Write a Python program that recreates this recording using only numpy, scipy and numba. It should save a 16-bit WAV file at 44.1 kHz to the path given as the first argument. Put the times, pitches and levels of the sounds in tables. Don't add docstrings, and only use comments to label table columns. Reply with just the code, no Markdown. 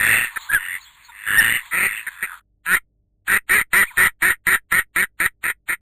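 import sys
import numpy as np
from scipy import signal
from scipy.fft import rfft, irfft
from scipy.io import wavfile
from scipy.ndimage import uniform_filter1d
from numba import njit

SR = 44100
rng = np.random.default_rng(int(sys.argv[2]) if len(sys.argv) > 2 else 0)


def log_audio(samples):
    frames = np.atleast_2d(samples).T
    limited = np.clip(frames, -1, 1)
    pcm = np.round(limited * 32767).astype(np.int16)
    wavfile.write(sys.argv[1], SR, pcm)


N = 256206

# [f/Hz, width of one pass/Hz, level/dB against the beak]
BRIGHT_THROAT = [(980, 200, -17), (1340, 200, -7), (2850, 300, -24), (3300, 400, -24), (3800, 600, -22)]
BRIGHT_BEAK_WIDTH_HZ, BRIGHT_UPPER_WIDTH_HZ = 418, 576


def scene():
    calls = quacks() + clucks() + rasps() + whistles()
    mono = pen(calls) + yard()
    return np.array([mono, mono])


def quacks():
    # [start t/s, voiced length t/s, swell t/s, release t/s,
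    #   opening, swelled and closing level/dB, mid-call dip level/dB, opening, middle and closing pulse f/Hz,
    #   opening, middle and closing beak f/Hz, upper resonance f/Hz, its middle and closing level/dB,
    #   opening and middle roughness/0-1]
    quack_rows = [ (2.664, 0.11, 0.077, 0.027, -25, -9.5, -19.5, 1.5, 161.9, 184.8, 175.4, 1617, 1620, 2086, 2480, -12.5, -18, .3, .5),
                  (3.278, 0.098, 0.055, 0.028, -21, -11.5, -16, 0.5, 168.6, 196.9, 190.4, 1656, 1800, 1930, 2520, -10, -6.5, 1, .6),
                  (3.495, 0.12, .04, 0.032, -17, -8.5, -17, 1.5, 175.4, 209.1, 207, 1850, 1785, 1960, 2305, -2, -10.5, 0.92, .6),
                  (3.732, 0.1, 0.041, 0.042, -13, -11.5, -13.5, -2.5, 158.7, 198.5, 199.9, 1825, 1876, 1930, 2385, -10, -19, 1, 0.28),
                  (3.972, 0.1, .018, 0.043, -19.5, -12, -13.5, -2.5, 170.6, 193, 192.4, 1814, 1940, 1925, 2450, -16, -20.5, 0.94, .6),
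                  (4.221, 0.096, 0.0072, 0.05, -19, -12.5, -15.5, 0, 152.2, 187.7, 188.8, 1860, 1730, 1886, 2320, -4.5, -14, .85, .55),
                  (4.468, .08, .008, 0.052, -13, -12.5, -11.5, 3.5, 156.7, 189.1, 190, 1866, 1845, 1800, 2200, -3.5, -14.5, .85, .6),
                  (4.717, 0.077, .012, 0.053, -15, -13.5, -14, 1, 159.3, 184.9, 192.9, 1773, 1980, 1920, 2210, -7.5, -15, .9, .45),
                  (4.961, .078, .01, 0.032, -16, -16.5, -17, -1.5, 158.2, 186.1, 196.5, 1790, 1877, 1790, 2260, -1.5, -18.5, .9, 0.34),
                  (5.202, 0.063, 0.012, 0.035, -15.5, -13.5, -14, 6, 153, 180, 199.1, 1740, 1840, 1850, 2350, -5, -13, .85, 0.18),
                  (5.44, 0.067, 0.013, 0.032, -21.5, -17.5, -18.5, 3.5, 154.6, 180.6, 184.5, 1841, 1838, 1924, 2453, -6.5, -11, 0.59, .8),
                  (5.688, 0.051, 0.0066, 0.028, -21.5, -18.5, -20.5, 1, 152, 169.9, 176, 1810, 1820, 1970, 2320, -7, -7.5, 0.83, .75),
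                  ]
    quack_habit = 18, 46, -9, -5, 1.09
    run = shaped(quack_rows, *quack_habit)
    voiced = voice(run, BRIGHT_THROAT, BRIGHT_BEAK_WIDTH_HZ, BRIGHT_UPPER_WIDTH_HZ,
                   jitter=.07, scatter=.3, second=.8, air=.6)
    return voiced + lead_in(run)


def lead_in(calls):
    longest_s, growth_s, level_db = .03, 0.0056, -28.5
    t = np.arange(N) / SR
    swell = np.zeros(N)
    for call in calls:
        since = t - call[0][0]
        swell += (since < 0) * (since > -longest_s) * np.exp(np.minimum(since, 0) / growth_s)
    air = unit(svf(rng.standard_normal(N), np.full(N, 1900.), 2100.0))
    return undb(level_db) * swell * air


def clucks():
    # [start t/s, voiced length t/s, swell t/s, release t/s,
    #   opening, swelled and closing level/dB, mid-call dip level/dB, opening, middle and closing pulse f/Hz,
    #   opening, middle and closing beak f/Hz, upper resonance f/Hz, its middle and closing level/dB,
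    #   opening and middle roughness/0-1]
    cluck_rows = [ (0.359, 0.016, 0.023, 0.0073, -27, -22, -18.5, 0.0038, 206.4, 201.4, 206, 1780, 1800, 1740, 2400, -17, -20, 0.85, 0.71),
                  (0.515, 0.032, 0.031, 0.0076, -22, -19, -14, 0, 165.6, 164.6, 160.4, 1660, 1630, 1676, 2450, -6, -8, 0.91, .5),
                  (1.71, 0.16, 0.022, 0.019, -34.5, -19.5, -15.5, 0, 158, 181.6, 200, 1919, 1950, 1986, 2467, -5.5, -3, .55, 0.63),
                  (2.066, .022, 0.011, .008, -25.5, -24.5, -24, 0.011, 222.3, 199.3, 198.5, 1795, 1710, 1740, 2320, -12, -10, 0.84, 0.69),
                  (2.226, 0.021, 0.015, 0.017, -22.5, -17.5, -17.5, 0.0081, 184.3, 184.3, 184, 1850, 1960, 1965, 2500, -14, -11, 0.7, .4),
                  ]
    cluck_habit = 12.5, 15.5, -15.5, -6.5, .55
    return voice(shaped(cluck_rows, *cluck_habit), BRIGHT_THROAT, BRIGHT_BEAK_WIDTH_HZ, BRIGHT_UPPER_WIDTH_HZ,
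                 jitter=0.15, scatter=0.13, second=0.98, air=0.84)


def rasps():
    # [start t/s, voiced length t/s, swell t/s, release t/s,
    #   opening, swelled and closing level/dB, mid-call dip level/dB, opening, middle and closing pulse f/Hz,
    #   opening, middle and closing beak f/Hz, upper resonance f/Hz, its middle and closing level/dB,
    #   opening and middle roughness/0-1]
    rasp_rows = [ (0.0, .25, 0.14, .085, -17.5, -14.5, -22, -1.9, 103, 112.5, 117.7, 1820, 1930, 1860, 2663, -6.5, 0, 0.47, 0.71),
                 (0.555, .205, 0.057, 0.043, -29, -31.5, -25.5, -0.61, 100, 94.3, 92.3, 1810, 1850, 2040, 2830, -6.5, -13, .35, 0.69),
                 (1.12, 0.15, 0.035, 0.028, -45, -42, -33, 0.35, 103, 104.1, 100.9, 1960, 1900, 1820, 2680, -4, -8, 0.35, .5),
                 (1.264, .304, 0.14, 0.069, -22, -15, -19, 0, 99, 110.9, 122, 1710, 1776, 2010, 2850, -7.5, -6, .5, .5),
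                 (1.88, .11, 0.068, 0.093, -24, -28, -28, -0.38, 101, 105.6, 113.6, 2115, 1950, 1920, 2670, -5, 5, .6, 0.74),
                 (2.095, 0.13, 0.058, .03, -43, -43, -35.5, -0.2, 92, 87.7, 89, 1720, 1590, 1780, 2500, -10, -12, 0.46, 0.6),
                 (2.262, 0.071, .052, .08, -35.5, -35, -33.5, 0.23, 95, 93.5, 92.4, 1640, 1580, 1360, 2600, -19, -25, .45, 0.45),
                 ]
    rasp_habit = 12.5, 27.5, -14, -14.5, 0.75
    # [f/Hz, width of one pass/Hz, level/dB against the beak]
    hoarse_throat = [(930, 72, -28), (1285, 500, -22), (3500, 211.7, -15), (3900, 370, -34.5)]
    return voice(shaped(rasp_rows, *rasp_habit), hoarse_throat, beak_width_hz=478, upper_width_hz=410,
                 jitter=.2, scatter=.4, second=.7, air=3.)


def shaped(rows, halfway_db, release_db, upper_open_db, upper_end_db, rough_close):
    middle = .5
    ragged_end = 1
    calls = []
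    for start, length, swell, release, db0, db1, db2, dip_db, *hz, upper_hz, upper1, upper2, rough0, rough1 in rows:
        end = length + release
        stages = [0, middle * length, length, end]
        knees = [0, min(swell, length), length, length + release / 2, end]
        s = np.sort([*knees, stages[1]])

        def along(*values):
            return np.interp(s, stages[:len(values)], values)

        db = np.interp(s, knees, [db0, db1, db2, db2 - halfway_db, db2 - release_db])
        db = db - along(0, dip_db, 0)
        upper_db = along(upper_open_db, upper1, upper2, upper_end_db)
        rough = along(rough0, rough1, rough_close, ragged_end)
        columns = [start + s, db, along(*hz[:3]), along(*hz[3:]), upper_hz + 0 * s, upper_db, rough]
        calls.append(np.transpose(columns))
    return calls


def voice(calls, throat, beak_width_hz, upper_width_hz, jitter, scatter, second, air):
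    on, (db, hz, beak_hz, upper_hz, upper_db, rough) = tracks(calls)
    rough = np.clip(rough, 0, 1)
    chance = rng.standard_normal((N // 40, 2))
    first, other, phase = flaps(on * hz, jitter * rough ** 2, scatter * rough, chance)
    pulses = (first + second * rough * other) * np.sqrt(SR / hz)
    hiss = unit(np.exp(-phase / .5) * rng.standard_normal(N))
    source = pulses + air * rough ** 2 * hiss * on

    sound = ring(source, beak_hz, beak_width_hz)
    sound -= undb(upper_db) * ring(source, upper_hz, upper_width_hz)
    for throat_hz, width_hz, throat_db in throat:
        sound -= undb(throat_db) * ring(source, throat_hz, width_hz)
    sound += undb(-15.5) * rough ** 3 * ring(source, 2600, 1200)

    power_sum = uniform_filter1d(on * sound ** 2, size=1400)
    share_on = uniform_filter1d(on * 1., size=1400)
    power = power_sum / np.maximum(share_on, 1e-3)
    return on * undb(db) * sound / np.sqrt(np.abs(power) + 1e-9)


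@njit
def flaps(hz, jitter, scatter, chance):
    pulses, phase = np.zeros((2, len(hz) + 1)), np.empty(len(hz))
    p, k = 0., 0
    for i in range(len(hz)):
        step = 2 * hz[i] * max(1 + jitter[i] * chance[k, 0], .3) / SR
        p += step
        if step == 0:
            p, k = 1., k | 1
        elif p >= 1:
            p, k = p - 1, k + 1
            size = np.exp(scatter[i] * chance[k, 1])
            pulses[k % 2, i] += size * p / step
            pulses[k % 2, i + 1] += size * (1 - p / step)
        phase[i] = (p + k % 2) / 2
    return pulses[0, :-1], pulses[1, :-1], phase


def ring(x, hz, width_hz):
    hz = hz * np.ones(N)
    once = svf(x, hz, 1. * width_hz)
    return svf(once, hz, 1. * width_hz)


@njit
def svf(x, hz, width):
    y, b, l = np.empty(len(x)), 0., 0.
    for i in range(len(x)):
        g, k = np.tan(np.pi * hz[i] / SR), width / hz[i]
        v = (b + g * (x[i] + 1e-18 - l)) / (1 + g * (g + k))
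        b, l, y[i] = 2 * v - b, l + 2 * g * v, k * v
    return y


def whistles():
    # [start t/s, length t/s, loudest after t/s, opening, loudest and closing f/Hz, peak level/dB]
    near_rows = [ (0.49, 0.025, 0.013, 1490, 1626, 1677, -18),
                 (0.53, 0.055, 0.018, 1696, 1674, 1390, -10.5), (1.352, .025, .005, 1903, 1748, 1470, -16),
                 (1.379, 0.036, 0.013, 1865, 1825, 1650, -5.5),
                 (3.855, 0.071, 0.028, 1626, 2490, 1380, -35), ]
    # [start t/s, length t/s, loudest after t/s, opening, loudest and closing f/Hz, peak level/dB]
    low_rows = [ (1.085, 0.026, .013, 975, 945, 911, -39.5), (3.905, 0.018, .008, 1016, 958, 906, -41), ]
    # [start t/s, length t/s, loudest after t/s, opening, loudest and closing f/Hz, peak level/dB]
    far_rows = [ (0.3, 0.17, 0.029, 3550, 4270, 4200, -51.5), (0.39, 0.1, 0.034, 3650, 4300, 4340, -38.5),
                (0.79, 0.12, 0.04, 3994, 4380, 4250, -42), (0.85, 0.07, 0.016, 3570, 3500, 3300, -44),
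                (1.03, 0.055, 0.0176, 4270, 4550, 3900, -40), (1.08, 0.039, 0.019, 3715, 3590, 3520, -47), ]
    near = peeps(arched(near_rows), overtone_db=-45, waver=.007)
    low = peeps(arched(low_rows), overtone_db=-4, waver=.03)
    far = peeps(arched(far_rows), overtone_db=-60, waver=.05)
    return near + low + far


def arched(rows):
    opens_db, closes_db = -13, -16
    bend_power = 1.3
    u = np.linspace(-1, 1, 9)
    bend = np.abs(u) ** bend_power

    def side(before, after):
        return np.where(u < 0, before, after)

    notes = []
    for start, length, top, hz0, hz1, hz2, db in rows:
        s = start + top + u * side(top, length - top)
        hz = hz1 + side(hz0 - hz1, hz2 - hz1) * bend
        notes.append(np.transpose([s, hz, db + side(opens_db, closes_db) * bend]))
    return notes


def peeps(calls, overtone_db, waver):
    on, (hz, db) = tracks(calls)
    turn = 2 * np.pi * np.cumsum(hz * (1 + waver * walk(200))) / SR
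    edges = uniform_filter1d(on * undb(db), size=200)
    flutter = undb(2 * walk(250))
    partial = np.sin(3 * turn / 2)
    return np.sqrt(2) * edges * flutter * (np.sin(turn) + undb(overtone_db) * partial)


def pen(x):
    level_db, t60_s = -20, 0.075
    t = np.arange(SR // 8) / SR
    tail = unit(rng.standard_normal(len(t)) * undb(-60 * t / t60_s)) / np.sqrt(len(t))
    return x + undb(level_db) * signal.fftconvolve(x, tail)[:N]


def yard():
    # [t/s, level/dB]
    yard_levels = [
        [(0, -33.5), (.33, -41), (.44, -39), (.85, -48), (1.0, -50), (1.66, -42.5), (2.15, -45.5), (2.396, -49)],
        [(3.85, -48), (3.93, -47.5), (3.97, -46)],
    ]
    # [f/Hz, relative level/dB]
    yard_tone = [(350, -39.5), (600, -14), (679, -13), (756, -19), (986, -1), (1940, -3), (3440, -2),
                 (4340, -12), (5000, -1.5), (6500, -54), (11000, -120)]
    on, (db,) = tracks(yard_levels)
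    noise = coloured(yard_tone)
    parts = np.zeros(N)
    for hz in (1000, 2000, 4000):
        parts += undb(2.5 * walk(25)) * ring(noise, hz, hz)
    soft_edges = uniform_filter1d(on * 1., size=300)
    return soft_edges * undb(db) * unit(parts)


def hum():
    # [f/Hz, rms level/dB]
    mains_lines = [(50, -67), (100, -77), (200, -86), (300, -84), (400, -89), (600, -95)]
    # [f/Hz, relative level/dB]
    rumble_tone = [(15, -8.5), (40, -2.5), (120, -10.5), (300, -25.5), (700, -34.5), (1200, -62.5)]
    rumble_db = -68.5
    t = np.arange(N) / SR
    lines = np.zeros(N)
    for hz, db in mains_lines:
        lines += np.sqrt(2) * undb(db) * np.sin(2 * np.pi * (hz * t + rng.random()))
    return lines + undb(rumble_db) * coloured(rumble_tone)


def record(dry):
    low_cut_hz, dull_hz, high_cut_hz, coupling_hz, top_hz = 690, 3760, 4393, 6.6, 15350
    skew, bend_power, ceiling = 0.88, 2.25, .52
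    full_scale, hold = .47, 4

    x = signal.sosfilt(signal.butter(6, low_cut_hz, "high", fs=SR, output="sos"), dry)
    x = x - skew * np.minimum(np.abs(x) ** bend_power, ceiling)
    x = x / (1 + (x / ceiling) ** 8) ** (1 / 8)
    x = signal.sosfilt(signal.butter(2, dull_hz, fs=SR, output="sos"), x)
    x = signal.sosfilt(signal.ellip(6, .3, 32, high_cut_hz, fs=SR, output="sos"), x)
    x = signal.sosfilt(signal.butter(1, coupling_hz, "high", fs=SR, output="sos"), x)
    x = np.clip(x, -full_scale, full_scale)
    x = np.repeat(x[:, ::hold], hold, axis=1)[:, :N]
    x = x + hum()
    return signal.sosfilt(signal.ellip(12, .2, 70, top_hz, fs=SR, output="sos"), x)


def tracks(calls):
    t = np.arange(N) / SR
    ends = [call[0][0] for call in calls[1:]] + [t[-1] + 1]
    cut = []
    for call, end in zip(calls, ends):
        s, *columns = np.transpose(call)
        kept = np.minimum(s, end)
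        cut.append(np.transpose([kept, *[np.interp(kept, s, column) for column in columns]]))
    s, *columns = np.vstack(cut).T
    on = sum((t >= call[0][0]) & (t < call[-1][0]) for call in calls) > 0
    return on, [np.interp(t, s, column) for column in columns]


def coloured(points):
    hz, db = np.transpose(points)
    bins = np.maximum(np.arange(N // 2 + 1) * SR / N, 1)
    gain = undb(np.interp(np.log(bins), np.log(hz), db, -120, -120))
    return unit(irfft(rfft(rng.standard_normal(N)) * gain, N))


def walk(rate):
    k = int(SR / rate)
    steps = np.repeat(rng.standard_normal(N // k + 1), k)
    return unit(uniform_filter1d(steps, k)[:N])


def undb(db):
    return 10 ** (np.asarray(db) / 20)


def unit(x):
    return x / np.sqrt(np.mean(x ** 2))


dry = scene()
out = record(dry)
log_audio(out)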